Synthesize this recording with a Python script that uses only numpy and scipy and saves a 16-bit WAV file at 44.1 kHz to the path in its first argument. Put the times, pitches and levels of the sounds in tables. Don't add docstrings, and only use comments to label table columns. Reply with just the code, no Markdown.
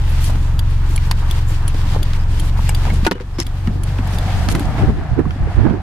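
import sys
import numpy as np
from scipy import signal
from scipy.fft import rfft, irfft, next_fast_len
from scipy.io import wavfile
from scipy.ndimage import uniform_filter1d

SR = 44100
rng = np.random.default_rng(int(sys.argv[2]) if len(sys.argv) > 2 else 0)


def undo_db(level):
    steps = np.asarray(level, float) / 20
    return 10 ** steps


def output_pcm(signal):
    pcm = np.clip(np.atleast_2d(signal).T, -1, 1) * 32767
    wavfile.write(sys.argv[1], SR, np.round(pcm).astype(np.int16))


N = 256647
FFT_LENGTH = next_fast_len(N)
TIME_S = np.arange(N) / SR
OPPOSED = np.array([[1], [-1]])
TURN_S, WINDOW_S = (2.96, 4.61), (4.626, 4.69)


def band(x, lo_hz, hi_hz, order=2):
    return signal.sosfilt(signal.butter(order, [lo_hz, min(hi_hz, .45 * SR)], "band", fs=SR, output="sos"), x)


def unit(x):
    return x / np.sqrt(np.mean(x ** 2))


def walk(rate):
    hold = int(SR / rate)
    steps = np.repeat(rng.standard_normal(N // hold + 1), hold)
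    return 1.49 * uniform_filter1d(uniform_filter1d(steps, hold), hold)[:N]


def curves(table):
    s, *columns = np.transpose(table)
    return [np.interp(TIME_S, s, column) for column in columns]


def ramp(start_s, end_s):
    return np.clip((TIME_S - start_s) / (end_s - start_s), 0, 1)


def bell(s, half_s):
    return np.exp(-((TIME_S - s) / half_s) ** 2)


def pair(x, pan_db):
    return np.array([x * undo_db(pan_db / 2), x * undo_db(-pan_db / 2)]).reshape(2, -1)


def add(out, s, sound):
    i = int(s * SR)
    out[:, i:i + sound.shape[1]] += sound[:, :N - i]


# t/s, firing rate f/Hz
FIRING_RATE = [(0, 22.5), (.25, 22.9), (.5, 22.65), (1, 22.75), (1.45, 22.15), (1.8, 22.15), (2, 21.75),
               (2.15, 21.8), (2.3, 22.4), (2.5, 22.85), (2.75, 22.9), (3.06, 23.5), (3.5, 23.4),
               (3.9, 23.9), (4.1, 23.7), (4.7, 24.3), (5.82, 23.7)]
# level/dB, change per Hz of sag/dB, change on turning/dB, further change at the window/dB
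LOW_HARMONICS = [
    (-16, 1.5, -12.5, -3),
    (-21, 5, -1, -7),
    (-20, -5, -8, -0.5),
    (-23, -3, 1, -1),
]
LOW_SIDE_SHARE = [.02, .02, .05, .11]
# multiple of the firing rate, level re first/dB, opposed share at the side ports [0-1]
UPPER_HARMONICS = [(5, -8, .05), (6, -17, .12), (7, -27, .1), (8, -27, .07), (13, -37, .1), (14, -38, .1)]
# f/Hz, phase lag of all that lies above/rad
CABIN_RESONANCES = [(57, 1.9), (102, 2.2)]
THROB_DEPTH = {1: .55, 5: .55, 6: .3}
SAG_HZ = 22.6
NULL_HZ, NULL_WIDTH_HZ, NULL_DB = 44.0, .45, -13


def exhaust(spread=.2, lead_per_hz=.9, turn_lead=2.8, wander_db=.4, wander_rad=.07):
    (hz,), turn, window = curves(FIRING_RATE), ramp(*TURN_S), ramp(*WINDOW_S)
    sag = np.maximum(SAG_HZ - hz, 0)
    lines = []
    for k, (db, sag_db, turn_db, window_db) in enumerate(LOW_HARMONICS, 1):
        null_db = NULL_DB * np.exp(-((k * hz - NULL_HZ) / NULL_WIDTH_HZ) ** 2 / 2)
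        level_db = db + sag_db * sag + turn_db * turn + window_db * window + null_db
        lines.append((k, level_db, LOW_SIDE_SHARE[k - 1]))
    first_db = lines[0][1]
    for k, db, side in UPPER_HARMONICS:
        turn_db = 4.0 if k < 6 else 13.0
        lines.append((k, first_db + 1.75 * window + turn_db * turn + db, side))
    turns = 2 * np.pi * np.cumsum(hz) / SR
    lead = lead_per_hz * (22.75 - hz) + turn_lead * turn
    shake = unit(band(rng.standard_normal(N), 22, 125, order=3))
    out = undo_db(first_db - 13.5 + 2 * turn) * shake
    for k, db, side in lines:
        lag = sum(rad * (k * SAG_HZ > f) for f, rad in CABIN_RESONANCES)
        phase = k * turns + lead - spread * k ** 2 - lag + wander_rad * np.sqrt(k) * walk(6)
        waver_db = wander_db * (1 + turn + window) * min(1 + k * k / 12, 5) * walk(7)
        size = np.sqrt(2) * undo_db(db + waver_db)
        throb = THROB_DEPTH.get(k, 0) * np.cos(turns / 4 + .75 - .37 * (k - 1))
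        size = size * (1 + ramp(3.0, 3.4) * throb)
        out = out + size * (np.cos(phase) - side * np.sin(phase) * OPPOSED)
    return out


def gain_of_points(points):
    hz, db = np.transpose(points)
    f = np.maximum(np.arange(FFT_LENGTH // 2 + 1) * SR / FFT_LENGTH, 1)
    return undo_db(np.interp(np.log(f), np.log(hz), db, left=-200, right=-200))


# f/Hz, left-right correlation [-1 to 1]
COHERENCE = [(60, 0.99), (300, 0.98), (1000, 0.75), (2000, 0.25), (4000, -0.093), (16000, -0.0075)]


def spread_noise(points, flicker_db, flicker_rate, shared_db, grain_db, lo_hz, hi_hz):
    grains = grain_db * uniform_filter1d(rng.exponential(size=N), size=24) + shared_db * walk(2 * flicker_rate)
    mid, side = rfft(rng.standard_normal((2, N)) * undo_db(grains), FFT_LENGTH) * gain_of_points(points)
    octave = np.log2(np.arange(FFT_LENGTH // 2 + 1) * SR / FFT_LENGTH + 1)
    hz, correlation = np.transpose(COHERENCE)
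    like = np.clip(np.interp(octave, np.log2(hz), correlation), -.99, .99)
    mid, side = mid * np.sqrt(1 + like), side * np.sqrt(1 - like)
    both = np.array([mid + side, mid - side])
    lowest, highest = int(np.log2(points[1][0])), int(np.log2(points[-2][0])) + 1
    out = 0
    for centre in range(lowest, highest + 1):
        window = np.clip(1 - abs(octave - centre), 0, 1)
        out = out + undo_db(flicker_db * walk(flicker_rate)) * irfft(both * window, FFT_LENGTH)[:, :N]
    return out / np.std(band(out.mean(axis=0), lo_hz, hi_hz, order=4))


# t/s, length/s, level change/dB
RESTS = [(0.643, 0.061, 1.5), (0.75, 0.089, -2), (1.134, 0.038, -4), (1.394, 0.1, -6), (1.706, 0.034, -4.5),
         (2.17, 0.2, -4), (2.502, 0.068, -8.5), (3.487, 0.1, 0.5), (3.683, 0.13, -3.5)]


def resting_db():
    dips = sum(db * ((TIME_S > s) & (TIME_S < s + length)) for s, length, db in RESTS)
    return uniform_filter1d(dips, size=400)


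# f/Hz, level per Hz/dB
RUMBLE_SPECTRUM = [(82, 6.5), (140, -6.5), (161, -4), (195, -9), (232, -16.5), (306, -13.5), (367, -22.5),
                   (700, -27), (910, -39), (1540, -120)]
# f/Hz, level per Hz/dB
HISS_SPECTRUM = [(210, -47), (350, -1.5), (552, -6.5), (738, -3.5), (953, 0.5), (1050, -2), (1820, -6),
                 (2100, -14.5), (3060, -17.5), (5000, -36), (6500, -37), (11000, -120)]
# f/Hz, level per Hz/dB
STREET_SPECTRUM = [(260, -57), (450, -11.5), (513, -10), (723, 1), (1060, -8.5), (1720, -10), (1940, -14.5),
                   (5000, -32.5), (6500, -52), (11000, -120)]
# f/Hz, level per Hz/dB
RUSTLE_SPECTRUM = [(1470, 0), (2500, -1), (3330, -1.5), (4100, -3.5), (4820, -4.5), (5660, -8), (9640, -13),
                   (10600, -15.5), (15800, -17.5)]
# t/s, level/dB
STIR = [(0, -48), (.21, -41), (.41, -48.5), (.68, -51.5), (.92, -47), (1.3, -44.5), (1.6, -47.5),
        (1.93, -42), (2.07, -48), (2.35, -42.5), (3.05, -46.5), (3.5, -48.5), (3.9, -48.5), (4.28, -43),
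        (4.6, -42.5), (5.2, -55), (5.56, -51.5), (5.82, -59)]
# t/s, half length/s, rise/dB
GRIPS = [(0.357, 0.049, 5), (1.99, 0.069, 10), (2.99, 0.64, 4.5), (3.697, 0.041, 9), (3.953, 0.29, 4),
         (4.215, 0.15, 9), (4.726, 0.3, 12)]
# t/s, half length/s, rise/dB
PASSES = [
    (4.288, 0.31, 5),
    (4.71, 0.34, 7.5),
    (5.117, 0.18, 5),
    (5.61, 0.18, 6.5),
]
RUMBLE_DB, HISS_DB, HISS_PER_STIR = -40.5, -37, 0.25


def cabin():
    (stir_db,), outside = curves(STIR), ramp(*TURN_S)
    rest_db = resting_db()
    rumble_db = RUMBLE_DB + sum(db * bell(s, half) for s, half, db in GRIPS)
    hiss_db = HISS_DB + sum(db * bell(s, half) for s, half, db in PASSES)
    hiss_db = hiss_db + HISS_PER_STIR * (1 - outside) * (stir_db + 39 + 0.8 * rest_db)
    rumble = spread_noise(RUMBLE_SPECTRUM, 1.5, 12, 1.5, 0, 190, 450)
    hiss = spread_noise(HISS_SPECTRUM, .8, 14, 1.2, 5, 600, 2500)
    street = spread_noise(STREET_SPECTRUM, 1, 10, 1, 2, 600, 2500)
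    rustle = spread_noise(RUSTLE_SPECTRUM, .7, 14, 1.6, 8, 4000, 14000)
    rustle = rustle + ramp(4.5, 5.5) * (band(rustle, 1200, 12000, order=1) - rustle)
    hiss = np.sqrt(1 - outside) * hiss + np.sqrt(outside) * street
    return undo_db(rumble_db) * rumble + undo_db(hiss_db) * hiss + undo_db(stir_db + rest_db) * rustle


# t/s, level/dB, f/Hz, length/s
METAL_TOUCHES = [(.09, -50, 12100, .05), (.09, -50, 10300, .05), (.205, -48, 12100, .09),
                 (.235, -42, 10300, .06), (.25, -46, 9360, .03), (.255, -46, 6140, .04),
                 (.255, -44, 5000, .04), (1.47, -48, 7250, .08), (2.19, -48, 5000, .06),
                 (3.15, -49, 2920, .03), (.977, -29, 2350, .006), (3.335, -57, 5200, .1),
                 (3.388, -38, 5200, .01), (3.402, -35, 5450, .022), (3.05, -30, 2480, .015),
                 (3.415, -37, 2000, .014), (1.118, -36, 1900, .012), (3.4, -36, 10800, .012)]


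def metal():
    out = np.zeros((2, N))
    for s, db, hz, length in METAL_TOUCHES:
        t = np.arange(int(length * SR)) / SR
        wide = 1 + max(.007, .0006 / length)
        swell = np.minimum(8 * t / length, 1) * (1 - t / length)
        touches = rng.standard_normal((2, len(t))) * swell
        add(out, s, undo_db(db) * unit(band(touches, hz / wide, hz * wide, order=1)))
    return out


# t/s, length/s, level/dB, lowest f/Hz, highest f/Hz
DRAGS = [(.203, .111, -35, 1500, 14000), (.271, .042, -31, 510, 996), (.881, .1, -43.5, 2000, 15000),
         (1.46, .097, -41.5, 2950, 15100), (1.921, .065, -31, 450, 1230), (2.833, .095, -33.5, 500, 2460),
         (3.398, .037, -34, 1000, 6960), (4.492, .043, -29.5, 2480, 10500),
         (4.103, .074, -40.5, 2000, 11940), (4.758, .075, -33, 500, 2410), (3.08, .17, -41, 400, 1800),
         (4.5, .035, -39, 10000, 15000), (3.69, .17, -33, 220, 340), (2.41, .085, -44, 2500, 14000),
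         (4.598, .016, -41, 2000, 14000), (4.648, .014, -41, 2000, 8000), (3.05, .014, -31, 900, 5500),
         (3.384, .014, -35, 800, 3800), (3.072, .014, -36, 2500, 9000), (.69, .05, -49, 5000, 12000),
         (1.055, .035, -48, 6000, 15000), (4.49, .04, -33, 700, 3000), (3.199, .03, -42, 500, 4300),
         (3.066, .012, -22, 500, 3000), (3.113, .022, -34, 1500, 5500), (5.19, .012, -52, 3000, 12000)]


def rubs():
    out = np.zeros((2, N))
    for s, length, db, lo_hz, hi_hz in DRAGS:
        t = np.arange(int(length * SR)) / SR
        slips = np.repeat(1 + rng.exponential(size=200), 40)
        grains = (rng.standard_normal((2, 8000)) * slips)[:, :len(t)]
        add(out, s, undo_db(db) * unit(band(grains, lo_hz, hi_hz)) * np.sin(np.pi * t / length) ** .5)
    return out


def relay(events, modes, chatter_s, landing=5.0):
    out, t = np.zeros((2, N)), np.arange(SR // 20) / SR
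    case = sum(undo_db(db) * np.sin(2 * np.pi * hz * t) * undo_db(-60 * t / min(t60, .012)) for hz, db, t60 in modes)
    for s, db, pan_db in events:
        chatter = rng.standard_normal((2, len(t))) * np.minimum(t / .0007, 1) * np.exp(-t / chatter_s)
        hiss = band(chatter, 3500, 17500)
        chatter[:, 20] += landing
        chatter[1] = 0.092 * chatter[0] + 0.69 * chatter[1]
        ring = signal.fftconvolve(chatter, case[None], axes=1)[:, :len(t)]
        ring = ring / np.abs(ring).max() + 0.42 * hiss
        add(out, s - .0005, undo_db(db - 1.5) * ring * pair(np.ones(1), pan_db))
    return out


# f/Hz, level/dB, decay time T60/s (cut to at most 0.012)
TICK_MODES = [(2950, -26, 0.04), (3456, 8, 0.012), (4660, 3.5, 0.018), (5250, -23, 5.0), (7040, -5, 0.032),
              (9900, -6, 0.021), (10720, -3.5, 0.02), (13200, -4, 0.013), (3940, 2, .008)]
# f/Hz, level/dB, decay time T60/s (cut to at most 0.012)
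TOCK_MODES = [(2880, -25.5, 0.78), (3220, 8, 0.019), (4400, 4, 0.031), (6240, -6, 0.011), (7740, 0, 0.037),
              (9300, -3, 0.047), (10650, 10.5, 0.072), (11150, -4, 0.063)]
FLASH_S, TICK_S, TOCK_S = .7186, .5925, .2418
TICK_DB, TOCK_DB, RELAY_PAN_DB, RELAY_TURN_PAN_DB = -11, -14, 0, -3


def flasher():
    ticks = [(TICK_S + k * FLASH_S, TICK_DB, RELAY_PAN_DB) for k in range(6)]
    tocks = [(TOCK_S + k * FLASH_S, TOCK_DB, RELAY_PAN_DB) for k in range(7)]
    clicks = relay(ticks, TICK_MODES, chatter_s=.0035) + relay(tocks, TOCK_MODES, chatter_s=.0045)
    fade_db = -4.5 * ramp(*TURN_S) - 3.0 * ramp(*WINDOW_S)
    return clicks * pair(undo_db(fade_db), RELAY_TURN_PAN_DB * ramp(*TURN_S))


def strike(x):
    return x / np.std(x[:, :SR // 200])


# t/s, panel level/dB, crack level/dB, fizz level/dB
KNOCK_EVENTS = [(.296, -28, -44, -43), (.356, -28.5, -38, -51), (.978, -43, -33, -38),
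                (1.1117, -31, -19.5, -19.5), (1.744, -32, -38.5, -42), (2.134, -30, -30, -46),
                (2.592, -52, -54, -42), (2.692, -39, -35, -21.5), (2.852, -27, -34.5, -45),
                (2.899, -31, -39, -41), (2.938, -42, -53, -35), (3.049, -20, -25, -30),
                (3.0655, -13, -19.5, -30), (3.07, -21.5, -35, -25), (3.112, -15.5, -23.5, -26),
                (3.152, -39, -51, -55), (3.199, -33.5, -66, -57), (3.385, -25, -40, -53),
                (3.4, -24, -32, -39), (3.672, -24, -40, -42), (3.986, -25, -58, -61),
                (4.074, -33, -52, -34), (4.135, -28, -33, -51), (4.487, -15.5, -21.5, -29),
                (4.549, -17, -27, -34), (4.595, -42, -30, -26), (5.254, -45, -63, -51),
                (5.307, -31, -42, -50), (5.697, -29.5, -64, -53), (5.802, -44, -62, -61)]
PANEL_HZ = 990


def knocks(panel_t60=.045, crack_t60=.021):
    out, t = np.zeros((2, N)), np.arange(SR // 10) / SR
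    for s, panel_db, crack_db, fizz_db in KNOCK_EVENTS:
        noise, blows = rng.standard_normal((2, len(t))), rng.exponential(size=len(t) // 32 + 1)
        noise[1] = 0.52 * noise[0] + 0.84 * noise[1]
        noise = noise * np.repeat(.6 + blows, 32)[:len(t)] * np.minimum(t / .0004, 1)
        short = noise * undo_db(-60 * t / crack_t60)
        panel = strike(band(noise * undo_db(-60 * t / panel_t60), PANEL_HZ / 1.8, PANEL_HZ * 2.2))
        crack = strike(band(short, 1600, 5200))
        fizz = strike(band(short, 5500, 11500))
        add(out, s, undo_db(panel_db - 3.0) * panel + undo_db(crack_db + 0.1) * crack + undo_db(fizz_db - 5.0) * fizz)
    return out


# f/Hz, level/dB, decay time T60/s
LEVER_MODES = [(377, -4.5, 0.033), (610, 6.5, 0.006), (904, -10, 0.082), (1210, -13.5, 0.042),
               (1464, -2, 0.05), (1830, -14, 0.018), (2470, -2.5, .014), (2760, -10, .02),
               (3390, -22, 0.038), (3860, -14, 0.02), (4800, -28, 0.026)]
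LATCH_MODES = [(189, -1, 0.059), (390, -2.5, 0.055), (460, -5.5, 0.049), (700, -21, 0.023),
               (1270, -13.5, .025), (960, -11, 0.049), (1960, -19, 0.043), (3680, -22, 0.03),
               (2920, -19, 0.14)]
CLIP_MODES = [(1050, 5, 0.012), (1410, -8, 0.011), (3770, -10, 0.015), (1940, -18, 0.032), (2430, -5, 0.02),
              (3140, -6, 0.013), (4480, -0.5, .015), (4780, -2, 0.016), (6640, -9, 0.018),
              (9000, -19, 0.026)]
BUTTON_MODES = [(840, 3.5, 0.021), (1720, 0, 0.019), (2320, -2, 0.039), (2800, -1, 0.032),
                (5060, -2.5, 0.025), (7550, 4, 0.032), (11200, -10, .03)]
STRAP_MODES = [(1335, 4.1, 0.04), (2350, 2, 0.017), (3200, 1, 0.016)]
KEY_MODES = [(5330, 5.5, 0.013), (5400, -6, 0.016), (3320, -6, 0.013), (4000, -9, 0.011), (6200, -3, 0.017),
             (7030, -5, 0.014), (11100, -12, 0.018)]
# t/s, level/dB
LEVER_HITS = [
    (3.0654, -7),
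    (3.0677, -12),
    (3.0706, -12),
    (3.0761, -19),
]
LATCH_HITS = [
    (3.112, -12.5),
    (3.1176, -13.5),
    (3.1216, -19),
]
CLIP_HITS = [
    (1.1125, -15),
    (1.1137, -22),
]
BUTTON_HITS = [
    (2.6922, -19.5),
]
STRAP_HITS = [
    (5.3071, -30),
]
KEY_HITS = [(3.3895, -29), (3.3935, -29), (3.3995, -24), (3.4014, -15), (3.409, -27), (3.414, -28),
            (3.431, -33)]
# t/s, level/dB, f/Hz, decay time
# T60/s
SINGLE_MODE_HITS = [(1.7455, -23, 460, 0.043), (1.746, -29.5, 950, .03), (1.875, -31, 990, .025),
                    (1.947, -21, 835, 0.034), (1.961, -22.5, 860, .03), (1.962, -13, 520, 0.018),
                    (2.592, -14.5, 955, 0.014), (2.852, -17, 850, .025), (2.869, -20, 750, 0.034),
                    (2.883, -23, 990, .03), (2.9, -25, 750, 0.025), (2.903, -22, 2200, 0.037),
                    (4.487, -28, 5050, 0.017), (4.595, -24, 1490, 0.013), (5.2545, -22, 1090, .025),
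                    (5.8025, -28, 795, .02), (5.19, -12, 370, 0.045), (4.895, -16.5, 420, 0.052),
                    (4.261, -17, 180, 0.098), (4.689, -7, 95, 0.083), (5.36, -19, 250, 0.047),
                    (1.632, -29, 220, 0.055), (.978, -24, 2330, .025), (4.553, -20, 1900, .015),
                    (3.199, -30, 1500, .015), (5.194, -23, 1750, .015), (5.194, -22, 950, .015),
                    (4.836, -16, 620, .025), (4.905, -18, 700, .015), (4.823, -20, 1050, .02),
                    (4.787, -18, 750, .025), (5.473, -18, 450, .03), (5.667, -17, 950, .02),
                    (5.67, -23, 1550, .015), (4.78, -10, 60, .08), (4.8, -9, 110, .06), (4.862, -7, 62, .08),
                    (5.408, -9, 55, .07), (5.422, -7, 50, .07), (5.546, -9, 62, .07), (5.568, -10, 75, .06),
                    (4.426, -8, 55, .07), (4.466, -8, 60, .06), (4.893, -8, 45, .05), (5.125, -11, 75, .06),
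                    (3.0654, -7, 620, .01), (.296, -25, 620, .03)]


def rings(side=0.54):
    out, t = np.zeros((2, N)), np.arange(SR // 10) / SR
    parts = [(LEVER_MODES, LEVER_HITS), (LATCH_MODES, LATCH_HITS), (CLIP_MODES, CLIP_HITS),
             (BUTTON_MODES, BUTTON_HITS), (STRAP_MODES, STRAP_HITS), (KEY_MODES, KEY_HITS)]
    hits = list(SINGLE_MODE_HITS)
    for modes, blows in parts:
        hits += [(s, db + mode_db, hz, t60) for s, db in blows for hz, mode_db, t60 in modes]
    for s, db, hz, t60 in hits:
        detune, lag = rng.standard_normal(2)
        phase = 2 * np.pi * hz * (1 + .01 * detune) * t + side * np.sqrt(hz / 1000) * lag * OPPOSED
        attack = np.minimum(t * hz * 4, 1)
        add(out, s, undo_db(db - 60 * t / t60) * attack * np.sin(phase))
    return out


# t/s, peak level/dB, f/Hz, left minus right/dB
BODY_THUMPS = [(0.362, -33, 169.8, 3), (0.899, -19.5, 332, 3), (1.748, -18, 295, 1), (2.589, -19, 200, 0),
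               (3.03, -7.5, 182, -0.5), (3.063, -10, 300, -2), (3.076, -7.5, 292, 1), (3.116, -10, 250, 1),
               (3.154, -16, 460, 1), (3.205, -15, 460, 3), (3.387, -6.5, 319, 1), (3.461, -21.5, 230, 3),
               (3.674, -4.5, 207, 1.5), (3.99, -10.5, 229, -1), (4.151, -16, 170, -2), (4.485, -6, 180, 18),
               (4.547, -1.5, 159, 1), (4.605, -7, 261, 1), (4.826, -7, 230, 0), (4.884, -6.5, 228, 5),
               (4.901, -7.5, 200, 16), (5.186, -9.5, 308, -26), (5.261, -8, 182, -18),
               (5.653, -8, 168, -17), (5.673, -9, 242, -13), (5.707, -5, 204, -12)]
THUMP_T60_S = 0.083


def thumps(push_s=0.00045, rough=0.39):
    out, t = np.zeros((2, N)), np.arange(SR // 5) / SR
    for s, db, hz, pan_db in BODY_THUMPS:
        push = np.exp(-t / push_s) + rough * rng.standard_normal((2, len(t))) * np.exp(-t / 0.006)
        modes = ((1.065, 0.86), (0.847, 0.49), (1.5, 0.13))
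        body = sum(gain * np.sin(2 * np.pi * ratio * hz * t) for ratio, gain in modes)
        ring = signal.fftconvolve(push, body[None] * undo_db(-60 * t / THUMP_T60_S), axes=1)[:, :len(t)]
        ring = band(ring, 150, 600) * pair(np.ones(1), np.clip(pan_db, -10, 10))
        add(out, s, undo_db(db - 5.5) * ring / np.abs(ring.mean(axis=0)).max())
    return out


# t/s, level change/dB, recovery time/s
OVERLOADS = [
    (3.067, -20.5, 0.29),
    (4.5, -2, 0.89),
    (4.912, -3.5, 0.76),
    (5.7, -1.5, 0.58),
]


def ducking_db():
    drops = 0
    for s, db, recovery_s in OVERLOADS:
        drops = drops + db * (TIME_S > s) * np.exp(-np.maximum(TIME_S - s, 0) / recovery_s)
    return uniform_filter1d(drops, size=400)


# t/s, half length/s, buffet level/dB, flutter level/dB, left minus right/dB
PORT_GUSTS = [(4.369, 0.037, -12, -55, 9), (4.445, 0.084, -17.5, -34, -3), (4.553, 0.058, -22, -18.5, -2),
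              (4.68, 0.096, -21.5, -38, 1), (4.835, 0.015, -6.5, -12, 3.5), (4.89, 0.014, -6.5, -15, -4),
              (4.975, 0.12, -18, -28.5, 5.5), (5.125, 0.013, -7, -42, -3), (5.194, 0.026, -19, -17, -17.5),
              (5.242, 0.081, -23, -31, -13.5), (5.425, 0.027, -12, -27.5, 4), (5.481, 0.031, -19, -30, -8),
              (5.593, 0.035, -15, -18, -11), (5.662, 0.037, -24, -19, -21.5),
              (5.721, 0.07, -25, -19.5, -11)]
AIR_START_S = 4.2


def air(shared=0.59, eddy_db=2.5, calm_db=-34, spray_db=-15):
    shapes = np.array([bell(s, half) for s, half, *_ in PORT_GUSTS])
    buffet_db, flutter_db, pan_db = np.transpose(PORT_GUSTS)[2:]
    buffet = undo_db(buffet_db) @ shapes + undo_db(calm_db) * ramp(AIR_START_S, AIR_START_S + 0.21)
    flutter = undo_db(flutter_db) @ shapes ** 2
    pan_db = (pan_db @ shapes) / (shapes.sum(axis=0) + 0.044)
    spray = undo_db(spray_db) * flutter
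    out = 0
    for size, lo_hz, hi_hz, rate in ((buffet, 28, 120, 25), (flutter, 130, 390, 45), (spray, 400, 1600, 140)):
        both, left, right = (unit(band(rng.standard_normal(N), lo_hz, hi_hz, order=3)) for _ in range(3))
        ports = shared * both + np.sqrt(1 - min(shared, 1) ** 2) * np.array([left, right])
        ports = ports / np.sqrt(uniform_filter1d(ports.mean(axis=0) ** 2, size=SR // 25) + 0.35)
        out = out + size * undo_db(eddy_db * np.array([walk(rate), walk(rate)])) * ports
    return out * pair(0.66, pan_db)


def scene():
    steady = pair(0.95, 0.53) * (exhaust() + cabin()) + flasher()
    handling = metal() + rubs() + knocks() + rings() + thumps()
    return undo_db(ducking_db()) * steady + handling + air()


def top_cut(x):
    return signal.sosfilt(signal.butter(12, 15700, fs=SR, output="sos"), x)


def record(dry):
    top = signal.butter(4, 14300, fs=SR, output="sos")
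    mix = np.clip(signal.sosfilt(top, dry), -1, 1)
    return top_cut(mix)


dry = scene()
out = record(dry)
output_pcm(out)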